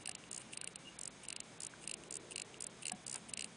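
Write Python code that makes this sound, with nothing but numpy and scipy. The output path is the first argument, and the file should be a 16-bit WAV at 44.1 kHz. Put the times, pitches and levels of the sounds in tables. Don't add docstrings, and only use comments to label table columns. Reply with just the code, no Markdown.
import sys
import numpy as np
from scipy import signal
from scipy.fft import rfft, irfft, next_fast_len
from scipy.io import wavfile
from scipy.ndimage import uniform_filter1d, map_coordinates

SR = 44100
rng = np.random.default_rng(int(sys.argv[2]) if len(sys.argv) > 2 else 0)


def dump(signal):
    limited = np.clip(np.atleast_2d(signal).T, -1, 1)
    pcm = np.round(limited * 32767).astype(np.int16)
    wavfile.write(sys.argv[1], SR, pcm)


N = 156996
TIME = np.arange(N) / SR


def amp(db):
    return 10 ** (np.asarray(db) / 20)


def unit(x):
    return x / np.sqrt(np.mean(x ** 2) + 1e-20)


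def add(track, s, sound):
    i = max(round(s * SR), 0)
    track[i:i + len(sound)] += sound[:max(len(track) - i, 0)]


def filtered(x, response):
    size = next_fast_len(N + 8192)
    hz = np.fft.rfftfreq(size, 1 / SR)
    return irfft(rfft(x, size) * response(hz), size)[..., :N]


def coloured(x, colour):
    points_hz, db = np.transpose(colour)
    return unit(filtered(x, lambda hz: amp(np.interp(np.log(hz + 1), np.log(points_hz), db))))


def wobble(rate):
    points = rng.standard_normal(int(N * rate / SR) + 4)
    return map_coordinates(points, [TIME * rate])


def ring(tones, t, scatter_db=1.2, detune=.005):
    hz, db, ring_s = np.transpose(tones)[:, :, None]
    size, pitch = rng.standard_normal((2, len(tones), 1))
    t = np.maximum(t, 0)
    fade = amp(db + scatter_db * size - 60 * t / ring_s)
    return (fade * np.sin(2 * np.pi * hz * (1 + detune * pitch) * t)).sum(0)


# (frequency [Hz], relative level [dB])
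ROOM_COLOUR = [(25, -20.5), (38, -17.5), (50, -7), (62, -5), (78, -11), (100, -3), (135, -3), (200, -0.5),
               (400, -4), (620, -5.5), (1150, -9), (2100, -11), (2300, -7.5), (2450, -10.5), (2750, -12.5),
               (3400, -12), (4000, -13), (4500, -26.5), (5200, -51)]
# (frequency [Hz], level [dB])
HUM_TONES = [(57, -83), (133, -73.5), (168, -71.5), (219, -74)]
def room():
    air = amp(-59) * coloured(rng.standard_normal(N), ROOM_COLOUR)
    hum = sum(amp(db) * np.sqrt(2) * np.sin(2 * np.pi * hz * TIME + .65 * wobble(12))
              for hz, db in HUM_TONES)
    return air + hum


# (frequency [Hz], relative level [dB])
HISS_COLOUR = [(3600, -30), (4300, -5), (4700, -2), (5150, -.5), (5600, -3), (6400, -2), (8000, -2.5),
               (9600, -3), (10200, -4), (13000, -12)]
def hiss(whine_hz=6414, dip_db=-31, before_s=.0216, after_s=.0282):
    noise = amp(-63.6) * coloured(rng.standard_normal(N), HISS_COLOUR)
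    whine = amp(-74) * np.sqrt(2) * np.sin(2 * np.pi * whine_hz * TIME + .6 * wobble(50))
    near_click = np.zeros(N)
    for s, *_ in WINDING_CLICKS + RETURN_CLICKS:
        add(near_click, s - before_s, np.ones(round((before_s + after_s) * SR)))
    gain = uniform_filter1d(amp(dip_db * (near_click > 0)), round(.0025 * SR))
    return gain * (noise + whine)


def friction(rows, colour, grain_db):
    strokes = sum(amp(db) / (1 + (2 * (TIME - s) / length) ** 4) for s, length, db in rows)
    grainy = rng.standard_normal(N) * amp(grain_db * wobble(800))
    return strokes * coloured(grainy, colour)


# (middle time [s], length [s], level [dB])
RUB_STROKES = [(0.018, 0.0175, -54.5), (0.41, 0.0234, -51), (0.535, 0.0203, -47), (0.692, 0.0154, -59.5),
               (1.24, 0.015, -54.5), (1.832, 0.0386, -55), (2.318, 0.0173, -47), (2.829, 0.0141, -49.5),
               (3.178, 0.0216, -55.5), (3.294, 0.0145, -52.5), (3.457, 0.0179, -58)]
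# (frequency [Hz], relative level [dB])
RUB_TONE = [(1500, -40), (2200, -6), (2800, 7), (3500, -7), (4300, -11), (5100, -5), (5700, -14), (7000, 0),
            (7600, -1), (8300, 6), (9000, 9), (9600, 5), (10500, -6)]
def finger_rubs():
    return friction(RUB_STROKES, RUB_TONE, grain_db=4)


SLIDE_S, RISE_S = .0034, .00006
def snap(tones, bounce_db=-12, chatter_db=-1):
    t = np.arange(SR // 40) / SR
    since_snap = t - SLIDE_S
    bounce_s = .0024 * (1 + .2 * rng.uniform(-1.056, 1))
    bounce_gain = amp(bounce_db + 2 * rng.normal())
    ringing = ring(tones, since_snap) + bounce_gain * ring(tones, since_snap - bounce_s)
    ringing *= 1 - np.exp(-np.maximum(since_snap, 0) / RISE_S)
    rattle_db = np.where(since_snap < 0, -7.5 + 4500 * since_snap, -60 * since_snap / .011)
    rattle = rng.standard_normal(len(t)) * amp(rattle_db)
    muted = ring(tones, t) * amp(-60 * t / .009)
    chatter = signal.fftconvolve(rattle, muted)[:len(t)]
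    low_cut = signal.butter(6, tones[0][0] * .95, 'highpass', fs=SR, output='sos')
    click = signal.sosfilt(low_cut, unit(ringing) + amp(chatter_db) * unit(chatter))
    return click * np.sqrt(.005 * SR / np.sum(click ** 2))


# (frequency [Hz], relative level [dB], ring time [s])
PAWL_TONES = [(8400, -1.5, .012), (8850, 0, .009), (9310, -2, .009), (9870, -10, .012)]
PLATE_TONES = [(4780, -8, .009), (5100, -2.5, .011), (5780, -8, .009), (6430, -5, .009), (6820, -2.5, .01),
               (7270, 1.5, .01), (7650, -7, .007)]
CASE_TONES = [(2300, -16, .009), (2790, 0, .008), (3650, -15, .006), (4100, -7, .008), (4620, -9, .007)]
def clicks(rows, pawl_db, plate_db, case_db, light=False):
    case_tones = CASE_TONES[:2] if light else CASE_TONES
    track = np.zeros(N)
    for s, base_db, plate_extra, case_extra in rows:
        pawl = amp(pawl_db) * snap(PAWL_TONES)
        plate = amp(plate_db + plate_extra) * snap(PLATE_TONES)
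        case = amp(case_db + case_extra) * snap(case_tones, bounce_db=-22, chatter_db=-12)
        add(track, s - SLIDE_S - 2 * RISE_S, amp(base_db) * (pawl + plate + case))
    return track


# (time [s], base level [dB], extra for the plate [dB], extra for the case [dB])
WINDING_CLICKS = [(0.0586, -39.5, -3, 0), (0.0753, -34, -32.5, -6.5), (0.0934, -35.5, -6, -5),
                  (0.115, -43.5, -0.5, -1), (0.1516, -45.5, 4, 3.5), (0.574, -35, -9, -4.5),
                  (0.6141, -36.5, -11.5, -4), (0.6437, -36.5, -11, -9), (0.6749, -36.5, -10, -2),
                  (0.7586, -39, -6.5, -5.5), (1.2859, -35, -12.5, -10), (1.304, -41, -3.5, 2.25),
                  (1.3276, -37, -10.5, -2.5), (1.3637, -39.5, -2, 0), (1.4038, -38.5, -0.5, -4),
                  (1.8759, -34, -8.5, -6.5), (1.8954, -40.5, -6, 1), (1.9138, -35, -8.5, -3.5),
                  (1.94, -36, -4.5, -4), (2.3597, -35.5, -6.5, -1), (2.3805, -38.5, -7.5, 1.5),
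                  (2.3987, -43, 1, 3.5), (2.419, -37, -3.5, -3.5), (2.8552, -36, -17.5, 0.7),
                  (2.8682, -34.5, -7.5, -6.5), (2.8821, -34.5, -3.5, -5.5), (2.8969, -46.5, 3, 9.5),
                  (2.92, -33, -9.5, -14), (3.3372, -32.5, -8, -6.5), (3.374, -39, -1.5, 1.3),
                  (3.394, -38, -9, 1.5), (3.4095, -49, 10.5, 9.5), (3.423, -39, -13, 0.5),
                  (3.4442, -37, -5.5, -2.5)]
def winding():
    return clicks(WINDING_CLICKS, pawl_db=-5, plate_db=-3.5, case_db=-5)


def knocks(rows, tones, rise_s):
    track = np.zeros(N)
    t = np.arange(SR // 4) / SR
    rise = 1 - np.exp(-t / rise_s)
    for s, db in rows:
        add(track, s, amp(db) * rise * ring(tones, t, scatter_db=2, detune=.0089))
    return track


# (time [s], base level [dB])
BUMP_HITS = [(0.085, -48), (2.916, -44)]
# (frequency [Hz], relative level [dB], ring time [s])
BUMP_TONES = [(177.3, -15, 0.09), (730.4, 0.5, 0.114), (777, 3, 0.0395), (1129.3, -3.5, 0.043),
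              (1665, 0.5, 0.0397)]
def bumps():
    return knocks(BUMP_HITS, BUMP_TONES, rise_s=.00205)


# (time [s], base level [dB], extra for the case [dB])
SLACK_TICKS = [(0.239, -64, 8), (0.5345, -55, 7.5), (1.2519, -53, -3.5), (1.841, -58.5, 1.5),
               (2.037, -58.5, 1.5), (2.543, -62, 7.5), (2.831, -56, 3.5), (3.296, -50.5, -11.5)]
def gear_slack():
    rows = [(s, db, -7, case_extra) for s, db, case_extra in SLACK_TICKS]
    return clicks(rows, pawl_db=-3, plate_db=4.5, case_db=2, light=True)


# (time [s], base level [dB], extra for the plate [dB])
RETURN_CLICKS = [(0.3138, -39, -4.5), (0.3302, -40.5, -1.76), (0.346, -41.5, -0.5), (0.3632, -44, 2),
                 (0.3784, -38.5, -5.5), (0.9903, -40.5, -4), (1.013, -39.5, -3.5), (1.0344, -40.5, -3),
                 (1.0556, -40.5, -1.5), (1.077, -37, -9), (1.6047, -39.5, -4), (1.6201, -43.5, -1.5),
                 (1.6339, -38.5, -3.5), (1.649, -41.5, -1.5), (1.6676, -37.5, -8), (2.109, -38, -7),
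                 (2.1254, -41.5, -1), (2.1414, -40.5, -1.9), (2.1554, -38, -7), (2.1687, -37.5, -5.5),
                 (2.607, -38, -6.5), (2.6232, -38, -4.5), (2.642, -38.5, -4.5), (2.6682, -37.5, -8.5),
                 (3.0666, -39, -3), (3.0803, -38.5, -5), (3.0973, -42.5, 1), (3.114, -40, -3.5),
                 (3.1285, -37, -5), (3.1431, -38.5, -2.5), (3.159, -37.5, -4)]
def slipping_clutch():
    rows = [(s, db, plate_extra, -17) for s, db, plate_extra in RETURN_CLICKS]
    return clicks(rows, pawl_db=-3.5, plate_db=-2.5, case_db=-3, light=True)


# (middle time [s], length [s], level [dB])
SCUFF_STROKES = [(0.415, 0.065, -63), (3.158, 0.0355, -52.5)]
# (frequency [Hz], relative level [dB])
SCUFF_TONE = [(300, -15), (650, -4), (1000, -3.5), (1400, -5), (1800, -4.5), (2700, -6.5), (4000, -12),
              (9000, -50)]
def scuffs():
    return friction(SCUFF_STROKES, SCUFF_TONE, grain_db=2)


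# (time [s], base level [dB])
TAP_HITS = [(0.635, -40), (1.7365, -40)]
# (frequency [Hz], relative level [dB], ring time [s])
TAP_TONES = [(1071, -4.5, 0.0206), (1486, -1.5, 0.018), (1562.4, -3.5, 0.0282), (2382, -20.5, 0.047)]
def taps():
    return knocks(TAP_HITS, TAP_TONES, rise_s=.00139)


SQUEAK_OUTLINE = [(0, 0.114), (.14, 0.92), (.4, 0.94), (.55, 0.46), (1, 0.0033)]
def squeak(start_s=.8456, length_s=.1, hz=2854, sag_hz=30):
    progress = np.clip((TIME - start_s) / length_s, 0, 1)
    phase = 2 * np.pi * np.cumsum(hz - sag_hz * progress) / SR + .3 * wobble(330)
    rasp = amp(-54 + 3 * wobble(300))
    return rasp * np.interp(progress, *np.transpose(SQUEAK_OUTLINE)) * np.sin(phase)


# (time [s], level [dB])
RUSH_LEVELS = [(1.6, -76), (1.9, -65), (2.27, -60), (2.5, -64), (2.9, -71.5), (3.5, -76.5)]
# (frequency [Hz], relative level [dB])
RUSH_COLOUR = [(200, -32), (330, -1.5), (385, -4), (435, -1.5), (480, -6.5), (540, -14), (620, -8),
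               (850, -47.5)]
def low_rush():
    swell = amp(np.interp(TIME, *np.transpose(RUSH_LEVELS)))
    return swell * coloured(rng.standard_normal(N), RUSH_COLOUR)


# (middle time [s], length [s], level [dB])
GRIP_MOVES = [(2.94, 0.045, -53.5), (3.36, 0.392, -63.5)]
# (frequency [Hz], relative level [dB])
GRIP_COLOUR = [(100, -30), (150, -3.5), (178, 0), (230, 1), (320, -13.5), (600, -56.5)]
def grip_shifts():
    return friction(GRIP_MOVES, GRIP_COLOUR, grain_db=-.5)


def scene():
    watch = winding() + slipping_clutch() + gear_slack()
    hands = finger_rubs() + bumps() + scuffs() + taps() + squeak() + grip_shifts()
    background = room() + hiss() + low_rush()
    return (watch + hands + background)[None]


# (frequency [Hz], gain [dB])
TREBLE_CUT = [(9880, 0), (10030, -5), (10150, -20), (10300, -34), (11000, -41), (12300, -48)]
def record(dry):
    return filtered(dry, lambda hz: amp(np.interp(hz, *np.transpose(TREBLE_CUT))) * (hz < 12300))


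dry = scene()
out = record(dry)
dump(out)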